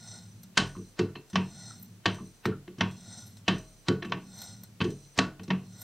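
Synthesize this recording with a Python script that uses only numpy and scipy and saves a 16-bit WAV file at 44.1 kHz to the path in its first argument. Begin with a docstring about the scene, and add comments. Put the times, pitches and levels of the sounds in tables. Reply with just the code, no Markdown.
"""Slotting a keyway

A milling machine's quill is worked up and down, spindle still, so that a tool shaves a steel bore.
On each stroke friction excites the tool's resonances and chips snap off; the quill hits its lower
stop, slides back and thumps into its upper stop. The feed gear clacks into mesh as the next stroke
starts. Each impact sets the modes of the cast frame booming, and a small workshop reverberates."""
import sys
import numpy as np
from scipy import signal
from scipy.fft import rfft, irfft, next_fast_len
from scipy.io import wavfile
from scipy.ndimage import map_coordinates

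SR = 44100
rng = np.random.default_rng(int(sys.argv[2]) if len(sys.argv) > 2 else 0)


def transcribe(u):
    """Save the signal u as a 16-bit wav file named by the first command-line argument.

    u: samples, shape (n,) or (channels, n), limited to [-1, 1]; the rate is SR.
    q: integer samples, one column per channel.
    """
    v = np.clip(np.atleast_2d(u).T, -1, 1)
    q = np.round(v * 32767).astype(np.int16)
    wavfile.write(sys.argv[1], SR, q)


N = 257087
AGE = np.arange(SR // 2) / SR  # seconds since a blow

# Quill strokes: start_s, deepest_bite_s, scrape_db, swell_db_per_s, return_rub_db
STROKES = [(-0.113, 0.075, -49, 84, -59.5), (1.362, 1.624, -49.5, 60, -61), (2.799, 3.115, -49, 74, -60.5),
           (4.121, 4.393, -47, 122, -60.5), (5.519, 5.857, -48.5, 93, -58.5)]
# Resonances of the tool, sliding quill and column under the rack: centre_hz, width_hz, level_db
TOOL_PEAKS = [(750, 380, -6.5), (1444, 72, -2), (1950, 270, -10.5), (3785, 520, -5.5), (4200, 52, 6.5),
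              (5206, 275, -4), (5560, 160, -4.5), (6037, 78, 8.5), (6970, 320, -11), (7590, 190, -1.5),
              (8445, 150, 0.5), (8900, 240, -9.5)]
QUILL_PEAKS = [(4095, 70, -9.5), (5990, 85, -1.5), (6870, 34, -18.5), (8560, 98, -5), (5830, 4800, -22.5)]
RUMBLE_PEAKS = [(36, 7.1, -21.5), (106, 18, 2), (144, 15, -9), (183, 17, 1.5), (223, 24, -9),
                (203.6, 200, -19)]
# Chips breaking off: snap_s, level_db, pitch_hz, tool_ring_db, tear_s
CHIPS = [(0.4322, -41.5, 11900, -47, 0.008), (1.8263, -36.5, 14060, -59.5, 0.024),
         (2.454, -41, 13500, -38, 0.0088), (3.267, -43.5, 11700, -48, 0.046),
         (4.4166, -36, 12900, -36.5, 0.032), (4.6337, -40, 13600, -44, 0.011),
         (5.816, -33, 13300, -40.5, 0.016)]
# Modes of a chip: pitch_ratio, level_db
CHIP_MODES = [(0.77, -11.5), (0.88, -9), (1, 7), (1.08, -8)]
# Blows on each stop: start_s, clack_db, thud_db, boom_db, boom_hz, treble_db_per_octave
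LOWER_BLOWS = [(0.572, -5.5, -26, -30, 357, 4.5), (2.056, -10, -26.5, -30, 259, -3),
               (3.479, -9, -25, -24, 225, -3), (4.803, -24, -24, -27, 246, -8),
               (4.811, -20.5, -41, -37, 266, -4), (4.84, -29, -35, -20, 367, 3.5)]
UPPER_BLOWS = [(0.991, -19, -25.5, -23, 343, -1), (2.454, -19.5, -23, -26, 365, -9),
               (3.883, -17, -23.5, -19.5, 331, -1), (5.176, -30.5, -29, -32, 279, 13),
               (5.187, -9, -29, -29, 282, -1)]
# Feed gear engaging: start_s, clack_db, thud_db, treble_db_per_octave, touch_db
GEAR_CLACKS = [(1.355, -12.5, -21.5, 3.5, -38), (2.807, -12.5, -22, 2.5, -41),
               (4.12, -18.5, -30.5, -2, -47), (5.503, -18, -25.5, -2, -43)]
# Knocks of play in the drive: start_s, clack_db, thud_db, boom_db
DRIVE_KNOCKS = [(0.763, -52, -33, -42.5), (1.153, -34, -51, -40), (2.199, -52, -36.5, -46.5),
                (2.676, -42, -44, -43.5), (4.023, -28, -68, -34.5), (4.046, -32, -32.5, -44),
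                (5.395, -40, -36.5, -47)]
# Spectra of the three contacts, the frame's dense ring and the quiet shop: frequency_hz, density_db
LOWER_SPECTRUM = [(180, -17.5), (300, 5), (486, -5.5), (2320, -2), (3030, 4.5), (3520, -1.5), (4090, -1),
                  (6300, -11.5), (9090, -25), (16000, -83)]
UPPER_SPECTRUM = [(180, -13), (300, 2.5), (645, -8.5), (2880, -9), (3580, -9.5), (4160, -6), (4750, -10.5),
                  (5340, -11), (8640, -25.5), (9880, -45), (13500, -48), (16000, -60)]
GEAR_SPECTRUM = [(180, -26), (300, -12), (584, -4.5), (1060, 1), (1360, -3), (3030, -0.5), (4670, -11.5),
                 (6000, -12), (6620, -25), (16000, -70)]
FRAME_SPECTRUM = [(25, -29.5), (65, -16), (100, 2.5), (440, -3), (560, -20), (1000, -57)]
SHOP_SPECTRUM = [(20, 0), (300, 10), (1000, 0), (3000, -3), (8000, -5.5), (10000, -9), (16000, -10)]
# Modes of the column, head and steel fittings: frequency_hz, level_db, t60_s
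COLUMN_MODES = [(38.4, -24, 1), (101.6, -4.5, 0.33), (141.8, -13.5, 0.59), (186.76, 3.5, 0.24),
                (223.7, -1.5, 0.16)]
HEAD_MODES = [(258.1, -5.5, 0.21), (275.4, -0.5, 0.14), (310.3, -10, 0.35), (355, 4, 0.17),
              (413, -6.5, 0.24), (438.3, -5, 0.28), (468.4, -24.5, 0.11)]
FITTING_MODES = [(635, -10, 0.61), (690, 1, 0.1), (946, 0, 0.21), (1126, 4.5, 0.19), (1477, -7, 0.37),
                 (1550, 1.5, 0.12), (1815, 3.5, 0.057), (2120, -6, 0.088), (2570, -7.5, 0.079),
                 (2680, -1.5, 0.21), (3060, -0.5, 0.158), (3340, -23, 0.43), (4030, 1, 0.056)]
# Workshop reverberation: frequency_hz, t60_s
ROOM_T60 = [(200, 0.4), (1500, 0.25), (4000, 0.23), (12000, 0.27)]
# Edge catching on the bore: start_s, level_db
EDGE_CATCHES = [(1.2992, -46), (2.9113, -47), (3.369, -45.5), (4.05, -49), (5.432, -43)]
# Loose fittings: start_s, level_db, pitch_hz
CLINKS = [(0.751, -31.5, 1110), (1.1518, -35, 4140), (1.705, -37.5, 1400), (2.1834, -33.5, 1090),
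          (2.5187, -28.5, 1360), (4.0262, -35, 1730)]

DOWN_S, UP_S = 0.685, 0.42  # travel time from stop to stop
BITE_HOLD_S, RELEASE_DB_PER_S = 0.084, 121
TEAR_DB, TEAR_GRAIN_DB, CHIP_WIDTH_HZ = -19, 8, 670
LIFT_DELAY_S, LIFT_DB = 0.098, -44.5  # the edge leaves the slot after the lower stop
TOUCH_LEAD_S, TOUCH_THUD_DB, TOUCH_DB_PER_OCTAVE = 0.025, -33, 13
GEAR_BOOM_DB, GEAR_BOOM_HZ = -37.5, 293
KNOCK_BOOM_HZ, KNOCK_DB_PER_OCTAVE = 365, -2
TOP_HZ = 15800


def amp(db):
    """Decibels to amplitude ratio."""
    return 10 ** (np.asarray(db) / 20)


def unit(x):
    """Normalisation to rms 1."""
    return x / np.sqrt(np.mean(x ** 2) + 1e-20)


def along(points, hz):
    """Interpolation on a logarithmic frequency axis."""
    frequencies, values = np.transpose(points)
    return np.interp(np.log(hz + 1), np.log(frequencies + 1), values)


def wobble(rate_hz):
    """Smooth random modulation: a spline through rate_hz knots a second."""
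    return map_coordinates(rng.standard_normal(N // 20), [np.arange(N) * rate_hz / SR], mode="wrap")


def filtered(x, response):
    """Linear filtering: the spectrum is multiplied by response(hz)."""
    n = x.shape[-1]
    padded = next_fast_len(n + SR // 8)
    return irfft(rfft(x, padded) * response(np.fft.rfftfreq(padded, 1 / SR)), padded)[..., :n]


def noise(gain_db, size):
    """Coloured noise of rms 1 with the spectrum gain_db(hz)."""
    return unit(filtered(rng.standard_normal(size), lambda hz: amp(gain_db(hz))))


def resonate(x, peaks):
    """Forced response of Lorentzian resonances, scaled to rms 1."""
    def response(hz):
        return sum(amp(db) / (1 + (2 * (hz - centre) / width) ** 2) for centre, width, db in peaks)
    return unit(filtered(x, response))


def fade(rise_s, t60_s):
    """Damped vibration: a quick rise, then exponential decay."""
    return (1 - np.exp(-AGE / rise_s)) * amp(-60 * AGE / t60_s)


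def ping(pitch_hz, width_hz):
    """One noise-driven resonance: the unsteady ring of a small piece of steel."""
    return resonate(rng.standard_normal(len(AGE)), [(pitch_hz, width_hz, 0)])


def add(track, start_s, sound):
    """Superposition of a sound on the track."""
    start = max(round(start_s * SR), 0)
    part = sound[..., :N - start]
    track[..., start:start + part.shape[-1]] += part


def travel(start_s, length_s, fullness, lean=1):
    """Speed, 0-1, of the quill accelerating and slowing between stops; a lean under 1 peaks early."""
    progress = np.clip((np.arange(N) / SR - start_s) / length_s, 0, 1) ** lean
    return (4 * progress * (1 - progress)) ** fullness


def friction(peaks, grain_db, judder_db):
    """Stick-slip friction: tiny slips of steel on steel excite resonances."""
    slips = rng.standard_normal(N) * amp(grain_db * wobble(820))
    return resonate(slips, peaks) * amp(judder_db * wobble(50))


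def shop_air():
    """Ambient noise: the workshop's faint hiss is only partly correlated between the ears."""
    mid, side = noise(lambda hz: along(SHOP_SPECTRUM, hz), (2, N))
    side = filtered(side, lambda hz: amp(along([(30, 14), (200, -10), (2000, -2.5), (12000, 1.5)], hz)))
    return amp(-64) * np.array([mid + side, mid - side])


def tool_scrape():
    """Friction drives the tool as pressure swells with the bite, holds, and is released."""
    t = np.arange(N) / SR
    pressure = np.zeros(N)
    for _, bite_s, db, swell_db_per_s, _ in STROKES:
        approach_db = swell_db_per_s * np.maximum(bite_s - t, 0)
        release_db = RELEASE_DB_PER_S * np.maximum(t - bite_s - BITE_HOLD_S, 0)
        pressure += amp(db - approach_db - release_db)
    return pressure * friction(TOOL_PEAKS, grain_db=1.5, judder_db=0.3)


def quill_slide():
    """Sliding friction grows with speed: faint going down, stronger on the return."""
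    rub = np.zeros(N)
    for start_s, *_, return_db in STROKES:
        rub += amp(-67) * travel(start_s, DOWN_S, fullness=1.2)
        rub += amp(return_db) * travel(start_s + DOWN_S, UP_S, fullness=0.9, lean=0.62)
    return amp(0.5) * rub * friction(QUILL_PEAKS, grain_db=1, judder_db=0.76)


def rack_rumble():
    """Forced vibration: the rolling pinion shakes the column, most under load on the way down."""
    load = np.zeros(N)
    for start_s, *_ in STROKES:
        load += amp(-50) * travel(start_s, DOWN_S, fullness=0.43)
        load += amp(-64) * travel(start_s + DOWN_S, UP_S, fullness=0.6)
    return load * amp(0.5 * wobble(11)) * resonate(rng.standard_normal(N), RUMBLE_PEAKS)


def chips():
    """Fracture: each chip crackles as it tears, snaps off with a squeak and flicks the tool."""
    out = np.zeros(N)
    middle_s = AGE.mean()
    for snap_s, db, pitch_hz, tool_db, tear_s in CHIPS:
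        peaks = [(pitch_hz * ratio, CHIP_WIDTH_HZ, mode_db) for ratio, mode_db in CHIP_MODES]
        cracks = rng.standard_normal((2, len(AGE)))
        cracks *= amp(TEAR_GRAIN_DB * np.clip(wobble(420)[:len(AGE)], -2, 1.5))
        tear, squeak = resonate(cracks, peaks)
        tear *= np.exp(-np.abs(AGE - middle_s) / tear_s)  # loudest at the snap
        squeak *= amp(-0.5) * fade(0.002, 0.025)
        snap = amp(-12.5) * ping(12500, width_hz=6000) * fade(0.0005, 0.03)
        add(out, snap_s - middle_s, amp(db + TEAR_DB) * tear)
        add(out, snap_s, amp(db) * (squeak + snap) + amp(tool_db) * tool_flick())
    return out


def tool_flick():
    """Elastic release: the tool rings briefly when its edge springs free."""
    peaks = TOOL_PEAKS + [(4000, 37000, -21)]  # plus a broadband floor
    return amp(-5.5) * resonate(rng.standard_normal(len(AGE)), peaks) * fade(0.00017, 0.1)


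def contact_noise(spectrum, treble_db_per_octave):
    """Broadband excitation, four independent signals: each blow has its own treble tilt, dull to bright."""
    def gain_db(hz):
        octaves = np.clip(np.log2((hz + 1) / 2800), 0, 2)
        # the spectrum is lifted around the modes of the fittings
        peaks = sum(amp(db) / (1 + (2 * (hz - centre) / 98) ** 2) for centre, db, _ in FITTING_MODES)
        lift_db = 6 * (peaks - 0.067 * (hz < 4500))
        return along(spectrum, hz) + treble_db_per_octave * octaves + lift_db
    return noise(gain_db, (4, len(AGE)))


def ring(modes, rise_s, centre_hz, focus_db, scatter_db):
    """Free vibration: damped modes of random strength, weaker by focus_db per octave off centre."""
    out = np.zeros(len(AGE))
    for hz, db, t60_s in modes:
        strength, phase = rng.standard_normal(2)
        gain = amp(db + scatter_db * strength - focus_db * abs(np.log2(hz / centre_hz)))
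        out += gain * fade(rise_s, t60_s) * np.sin(2 * np.pi * (hz * AGE + phase))
    return out


def reverberation(diffuse):
    """Absorption: the walls soak up treble, and each band of the diffuse field decays at its own rate."""
    dulled = filtered(np.array(diffuse), lambda hz: amp(-np.minimum(hz / 1500, 4)))
    hz, t, bands = signal.stft(dulled, SR, nperseg=256)
    bands *= amp(-60 * t / along(ROOM_T60, hz)[:, None])
    mid, side = signal.istft(bands, SR, nperseg=256)[1][..., :len(AGE)]
    return (mid + amp(-22.5) * np.array([side, -side])) * (1 - np.exp(-AGE / 0.01))


def impacts(blows, spectrum, rise_s, crack_t60_s, crack_db, rub_db, ring_db, ring_hz, rattle_db,
            room_db, column_db, column_focus_db, head_db, frame_db):
    """Impact excitation: steel meets steel with a crack that rings the fittings, frame and room."""
    out = np.zeros((2, N))
    for start_s, clack_db, thud_db, boom_db, boom_hz, treble in blows:
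        rub, clash, *diffuse = contact_noise(spectrum, treble)
        # the faces rub as they close, then chatter for a few milliseconds
        add(out, start_s - len(AGE) / SR, amp(clack_db + rub_db) * rub * amp(-60 * AGE[::-1] / 0.07))
        chatter = unit(amp(2.1 * wobble(1100)[:len(AGE)]))
        envelope = fade(rise_s, crack_t60_s) * (1 - np.exp(-AGE / rise_s))
        crack = amp(crack_db) * clash * chatter * envelope
        steel = amp(ring_db) * ring(FITTING_MODES, 0.00087, ring_hz, focus_db=7, scatter_db=5.5)
        # loose parts near the point of impact keep buzzing
        rattle = amp(rattle_db) * ping(ring_hz, width_hz=400) * fade(0.0018, 0.29)
        rattle *= amp(1.7 * wobble(63)[:len(AGE)])
        column = ring(COLUMN_MODES, 0.027, centre_hz=185, focus_db=column_focus_db, scatter_db=-2.6)
        head = ring(HEAD_MODES, 0.012, boom_hz, focus_db=17.5, scatter_db=3.5)
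        frame = noise(lambda hz: along(FRAME_SPECTRUM, hz), len(AGE)) * fade(0.014, 0.3)
        body = amp(thud_db + column_db) * column + amp(boom_db + head_db) * head
        body += amp((thud_db + boom_db) / 2 + frame_db) * frame
        room = amp(room_db) * reverberation(diffuse)
        add(out, start_s, amp(clack_db) * (crack + steel + rattle + room) + body)
    return out


def lower_stop():
    """Impact ends the downstroke with a bright clack."""
    return impacts(LOWER_BLOWS, LOWER_SPECTRUM, rise_s=0.0022, crack_t60_s=0.038, crack_db=1.5,
                   rub_db=-40.5, ring_db=-26.5, ring_hz=1756, rattle_db=-34.5, room_db=-15,
                   column_db=4.5, column_focus_db=1, head_db=-1, frame_db=1)


def edge_ticks():
    """Transients ring the tool when its edge catches on the bore or lifts out of the slot."""
    out = np.zeros(N)
    lifts = [(start_s + DOWN_S + LIFT_DELAY_S, LIFT_DB) for start_s, *_ in STROKES]
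    for start_s, db in EDGE_CATCHES + lifts:
        if start_s * SR < N:
            tick = tool_flick() + amp(-20) * ping(12000, width_hz=5000) * fade(0.00093, 0.04)
            add(out, start_s, amp(db) * tick)
    return out


def fitting_clinks():
    """Damped resonance: loose fittings jump and ring for a moment."""
    out = np.zeros(N)
    for start_s, db, pitch_hz in CLINKS:
        add(out, start_s, amp(db - 14) * ping(pitch_hz, width_hz=260) * fade(0.0011, 0.15))
    return out


def feed_gear():
    """Backlash: the teeth touch lightly, then clack into mesh; the drive knocks between cuts."""
    touches = [(s - TOUCH_LEAD_S, db, TOUCH_THUD_DB, GEAR_BOOM_DB, GEAR_BOOM_HZ, TOUCH_DB_PER_OCTAVE)
               for s, *_, db in GEAR_CLACKS]
    clacks = [(s, clack_db, thud_db, GEAR_BOOM_DB, GEAR_BOOM_HZ, treble)
              for s, clack_db, thud_db, treble, _ in GEAR_CLACKS]
    knocks = [(*knock, KNOCK_BOOM_HZ, KNOCK_DB_PER_OCTAVE) for knock in DRIVE_KNOCKS]
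    return impacts(touches + clacks + knocks, GEAR_SPECTRUM, rise_s=0.0014, crack_t60_s=0.046,
                   crack_db=-1.5, rub_db=-33.5, ring_db=-21.5, ring_hz=2660, rattle_db=-27.5,
                   room_db=-17, column_db=3.5, column_focus_db=6, head_db=0, frame_db=0.5)


def upper_stop():
    """Impact ends the return with a thump, strong in the modes of the head."""
    return impacts(UPPER_BLOWS, UPPER_SPECTRUM, rise_s=0.001, crack_t60_s=0.032, crack_db=1,
                   rub_db=-24.5, ring_db=-23.5, ring_hz=1400, rattle_db=-27, room_db=-16.5,
                   column_db=5, column_focus_db=2.5, head_db=4.5, frame_db=-0.5)


def scene():
    """Superposition: the machine is close and straight ahead, its direct sound alike at both ears."""
    motion = tool_scrape() + quill_slide() + rack_rumble()
    blows = lower_stop() + upper_stop() + feed_gear()
    return motion + blows + fitting_clinks() + chips() + edge_ticks() + shop_air()


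def record(dry):
    """Band limiting: an ideal low-pass filter removes everything above TOP_HZ."""
    return filtered(dry, lambda hz: hz < TOP_HZ)


dry = scene()
out = record(dry)
transcribe(out)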